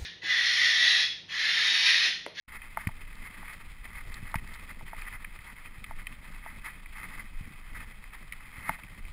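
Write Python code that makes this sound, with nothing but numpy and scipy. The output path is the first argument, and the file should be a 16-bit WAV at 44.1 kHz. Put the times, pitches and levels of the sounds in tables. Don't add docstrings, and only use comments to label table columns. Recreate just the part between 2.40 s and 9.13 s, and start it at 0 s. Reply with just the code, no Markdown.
import sys
import numpy as np
from scipy import signal
from scipy.fft import rfft, irfft, next_fast_len
from scipy.io import wavfile
from scipy.ndimage import map_coordinates

SR = 44100
rng = np.random.default_rng(int(sys.argv[2]) if len(sys.argv) > 2 else 0)


def bounce(signal):
    frames = np.transpose(np.atleast_2d(signal))
    limited = np.clip(frames, -1, 1)
    pcm = np.round(limited * 32767).astype(np.int16)
    wavfile.write(sys.argv[1], SR, pcm)


N = 296738

# peak_s, level_db, length_s
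GUSTS = [(0.536, -41, .25), (1.28, -39, 0.17), (1.625, -39, 0.46), (1.963, -38.5, .17), (2.624, -42, 0.22),
         (2.946, -54, 0.079), (3.55, -38.5, 0.13), (3.812, -42.5, 0.11), (4.13, -46, 0.22),
         (4.977, -37.5, 0.1), (5.406, -35, 0.15), (6.69, -33, 0.17)]
# time_s, level_db
GROUND_LEVEL = [(0.1, -60.5), (0.4, -55.5), (0.8, -59), (1.5, -60.5), (1.9, -54), (2.15, -59), (2.5, -56),
                (3.1, -64), (3.45, -57.5), (4.27, -58), (4.45, -63), (4.7, -53.5), (4.9, -60), (5.35, -59),
                (6.0, -62.5), (6.27, -55.5), (6.73, -62)]
# frequency_hz, level_db
WIND_SPECTRUM = [(10, -9.5), (18, 2.5), (26, 2.5), (36, -8), (50, -11.5), (70, -18.5), (130, -26),
                 (260, -56)]
RUMBLE_SPECTRUM = [(40, -9.5), (80, -0.5), (120, -4), (200, -4), (270, -9.5), (370, -20), (600, -21),
                   (1200, -34)]
# start_s, level_db, pitch_hz
BUMPS = [(0.470, -20, 102), (1.827, -34, 110), (1.956, -23.5, 92), (2.020, -41, 129), (2.58, -37, 65),
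         (2.989, -37.5, 54.6), (3.383, -36, 54.4), (5.009, -31, 78), (5.105, -45, 173), (6.181, -37, 61.5),
         (6.292, -34.5, 167)]
# pitch_ratio, level_db, t60_s
BODY_MODES = [(1, 5, 0.042), (1.6, 0, 0.0394), (2.2, -20.5, 0.068)]
# start_s, level_db, cutoff_hz
KNOCKS = [(0.372, -17, 1830), (0.489, -32.5, 1300), (1.029, -39, 900), (1.942, -17, 2600),
          (2.409, -39.5, 750), (2.531, -30.5, 725), (3.509, -31.5, 950), (4.061, -32.5, 734),
          (6.293, -13, 3360), (6.388, -45, 900)]
# start_s, level_db, pitch_hz
CLACKS = [(0.2169, -33.5, 2430), (0.4697, -22.5, 1780), (1.0801, -32.5, 1840), (1.4406, -41, 2030),
          (1.9545, -25.5, 1840), (1.984, -38.5, 2000), (2.618, -30.5, 1940), (2.6817, -31, 2160),
          (2.725, -35, 2000), (2.8442, -27, 1950), (2.9886, -38, 2000), (3.2575, -35.5, 2440),
          (3.4406, -30.5, 2640), (3.6682, -25.5, 2700), (3.724, -38.5, 2520), (4.458, -35, 1950),
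          (5.4026, -36, 2030), (5.6391, -36.5, 1850), (5.7334, -37, 2020), (5.9224, -28, 2300),
          (5.932, -35, 2270), (6.4343, -36, 2630), (6.6502, -39.5, 2110)]
STONES = [(0.473, -40, 5340), (0.752, -46, 4300), (1.134, -45, 3100), (1.741, -35, 4120),
          (1.915, -44, 3100), (1.954, -36.5, 5100), (2.074, -44, 4800), (2.138, -40, 3570),
          (2.146, -42.5, 4600), (2.613, -42, 4600), (3.44, -40, 3500), (3.667, -41, 2970),
          (3.980, -53, 3400), (4.997, -51, 5560), (5.921, -42.5, 3200), (5.929, -45, 3200)]
# frequency_hz, level_db
KNOCK_SPECTRUM = [(200, -24), (540, -31), (670, -4), (760, -8), (880, 5), (1050, -8.5), (1230, -5.5),
                  (1600, -10.5), (2170, -6.5), (2380, -18.5), (2520, -37), (2750, -24), (5500, -34)]
CLACK_SPECTRUM = [(600, -14), (1250, 0.5), (1430, -12), (1900, 4.5), (2550, 0.5), (2850, -14), (3120, -3),
                  (3400, -17.5), (5000, -22)]
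STONE_SPECTRUM = [(1000, -27), (2500, -8), (3500, 5), (5000, -0.5), (6000, 0.5)]
# frequency_hz, level_db
CASE_SPECTRUM = [(250, -46), (550, -29), (750, -21), (900, -10.5), (1080, -14), (1220, -5), (1350, -10.5),
                 (1650, -9), (2000, 1), (2200, -1.5), (2380, -24), (2550, -8.5), (2820, -30), (5800, -29)]
GRIT_SPECTRUM = [(300, -4.5), (600, -9), (1250, 0.5), (1700, -7.5), (2550, 6.5), (2820, -8), (3100, -1),
                 (3400, -4), (4650, -12.5), (4930, -7), (5200, -16.5), (6000, -17.5)]
# time_s, level_db
ROLL_LEVEL = [(0.1, -52.5), (0.33, -56.5), (0.55, -53.5), (1.1, -49), (1.33, -55.5), (1.8, -50),
              (2.05, -53.5), (2.4, -57.5), (2.6, -48.5), (2.9, -58), (3.3, -54), (3.85, -53), (4.4, -55),
              (4.7, -52), (4.87, -54.5), (5.2, -55.5), (6.05, -54), (6.73, -56)]
# peak_s, level_db, length_s
BITES = [(0.157, -42.5, 0.072), (0.252, -50.5, 0.075), (0.411, -40, 0.069), (0.625, -51, 0.061),
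         (0.864, -42.5, 0.044), (1.02, -48, 0.089), (1.117, -44.5, 0.072), (1.217, -45.5, 0.027),
         (1.455, -42, 0.024), (1.577, -43, 0.082), (1.774, -48, .05), (1.97, -49.5, 0.049),
         (2.149, -48, 0.047), (2.307, -40.5, 0.034), (2.485, -49, 0.056), (2.628, -48.5, 0.18),
         (2.678, -40, 0.039), (2.75, -41, 0.058), (2.951, -48, 0.036), (3.093, -44, 0.088),
         (3.181, -49.5, 0.038), (3.984, -51, 0.016), (4.090, -46.5, 0.074), (4.271, -37, 0.061),
         (4.577, -39.5, 0.059), (4.641, -42, 0.043), (4.735, -45, 0.086), (4.797, -39, 0.039),
         (5.365, -41, 0.034), (5.415, -43.5, 0.039), (5.744, -43, 0.037), (6.208, -44.5, 0.17),
         (6.290, -34.5, 0.076), (6.345, -43.5, 0.034), (6.397, -44.5, 0.028), (6.588, -49, .03)]


def amp(db):
    return 10 ** (np.asarray(db) / 20)


def unit(x):
    return x / np.sqrt(np.mean(x ** 2) + 1e-20)


def curves(rows):
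    s, *cols = np.transpose(rows)
    return [np.interp(np.arange(N) / SR, s, c) for c in cols]


def wobble(rate):
    return map_coordinates(rng.standard_normal(int(N * rate / SR) + 4), [np.arange(N) * rate / SR])


def coloured(x, points):
    m = 2 * next_fast_len((len(x) + SR // 10) // 2)
    hz, db = np.transpose(points)
    shape = np.interp(np.log(np.fft.rfftfreq(m, 1 / SR) + 1), np.log(hz), db)
    cepstrum = irfft(np.log(amp(shape)), m)
    cepstrum[1:m // 2] *= 2
    cepstrum[m // 2 + 1:] = 0
    return irfft(rfft(x, m) * np.exp(rfft(cepstrum)), m)[:len(x)]


def grains(rate, spread_db):
    hit = rng.random(N) < rate / SR
    size = amp(spread_db * np.clip(rng.standard_normal(N), -2, 2))
    return unit(hit * size * rng.choice([-1, 1], N))


def burst(rise, t60):
    t = np.arange(SR // 10) / SR
    return rng.standard_normal(len(t)) * (1 - np.exp(-t / rise)) ** 2 * amp(-60 * t / t60)


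def add(track, s, sound):
    part = track[max(round(s * SR), 0):][:len(sound)]
    part += sound[:len(part)]


def peaking(x, db):
    return amp(db) * x / np.abs(x).max()


def swelling(base_db, rows, rise, fall, shape):
    t = np.arange(N) / SR
    power = amp(base_db) ** 2 * np.ones(N)
    for s, db, length in rows:
        near = slice(*np.searchsorted(t, [s - 2 * length, s + 2 * length]))
        away = np.abs(t[near] - s) / (length * np.where(t[near] < s, rise, fall))
        power[near] += (amp(db) * np.exp(-away ** shape)) ** 2
    return 10 * np.log10(power)


def wind(gain_db=-2, headwind_db=-44, flutter_db=-0.5):
    level_db = swelling(headwind_db, GUSTS, rise=0.51, fall=1, shape=1.4)
    turbulence = rng.standard_normal(N) * amp(flutter_db * wobble(31))
    return amp(level_db + gain_db) * unit(coloured(turbulence, WIND_SPECTRUM))


def ground_rumble(gain_db=2.5, flutter_db=3.5):
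    level_db, = curves(GROUND_LEVEL)
    jolts = grains(rate=900, spread_db=2) * amp(flutter_db * wobble(40))
    return amp(level_db + gain_db) * unit(coloured(jolts, RUMBLE_SPECTRUM))


def bumps(rise_s=0.003):
    track = np.zeros(N)
    t = np.arange(SR // 5) / SR
    onset = 1 - np.exp(-(t / rise_s) ** 2)
    for s, db, hz in BUMPS:
        thump = sum(amp(mode_db - 60 * t / t60) * np.sin(2 * np.pi * hz * ratio * t)
                    for ratio, mode_db, t60 in BODY_MODES)
        add(track, s, peaking(thump * onset, db))
    return track


def case_knocks(touch_db=-9, seat_s=0.00122):
    track = np.zeros(N)
    contacts = np.zeros(SR // 10)
    contacts[0] = amp(touch_db)
    contacts[round(seat_s * SR)] = -1
    for s, db, cutoff_hz in KNOCKS:
        softness = signal.butter(2, cutoff_hz, fs=SR, output='sos')
        blow = signal.sosfilt(softness, contacts)
        add(track, s, peaking(coloured(blow, KNOCK_SPECTRUM), db))
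    return track


def rattle(hits, spectrum, width_hz, rise_s, t60_s, gain_db=1):
    track = np.zeros(N)
    for s, db, hz in hits:
        resonance = signal.iirpeak(hz, hz / width_hz, fs=SR)
        chatter = signal.lfilter(*resonance, burst(rise_s, t60_s))
        add(track, s, peaking(coloured(chatter, spectrum), db + gain_db))
    return track


def tyres(crunch_db=-1.5, pebble_db=-10, grit_db=-56, spray_follow=0.41,
          clump_db=2, uneven_db=2.56, grit_flutter_db=2.5):
    roll_db, = curves(ROLL_LEVEL)
    level_db = swelling(roll_db + uneven_db * wobble(22), BITES, rise=0.5, fall=0.44, shape=1.9)
    clumping_db = clump_db * wobble(130)
    crushing = grains(rate=7000, spread_db=3.5) * amp(clumping_db)
    crunch = unit(coloured(crushing, CASE_SPECTRUM))
    pebbles = unit(coloured(grains(rate=60, spread_db=1.0), CLACK_SPECTRUM))
    scatter = grains(rate=5000, spread_db=3.0) * amp(.5 * clumping_db + grit_flutter_db * wobble(60))
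    grit = unit(coloured(scatter, GRIT_SPECTRUM))
    spray = amp(grit_db) * grit + amp(level_db.mean() + pebble_db) * pebbles
    spray_swell_db = spray_follow * (level_db - level_db.mean())
    return amp(level_db + crunch_db) * crunch + amp(spray_swell_db) * spray


def scene():
    ride = tyres() + wind() + ground_rumble() + case_knocks() + bumps()
    clacks = rattle(CLACKS, CLACK_SPECTRUM, width_hz=1300, rise_s=0.00069, t60_s=0.02)
    stone_ticks = rattle(STONES, STONE_SPECTRUM, width_hz=1600, rise_s=0.0019, t60_s=0.012)
    return (ride + clacks + stone_ticks)[None]


def record(dry, unmute_s=0.077, fade_s=0.0078, muted_db=-55, hold_hz=12000, top_hz=15800):
    opening = np.clip((np.arange(N) / SR - unmute_s) / fade_s + .5, 0, 1)
    sound = dry * amp(muted_db * (1 - opening))
    slow = signal.resample_poly(sound, hold_hz, SR, axis=1)
    anti_alias = signal.firwin(41, 5750, fs=hold_hz)
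    slow = signal.fftconvolve(slow, anti_alias[None], 'same', axes=1)
    staircase = np.repeat(slow, 8, axis=1)
    held = signal.resample_poly(staircase, SR, 8 * hold_hz, axis=1)[:, :N]
    band_limit = signal.firwin(255, top_hz, fs=SR, window='blackman')
    return signal.fftconvolve(held, band_limit[None], 'same', axes=1)


dry = scene()
out = record(dry)
bounce(out)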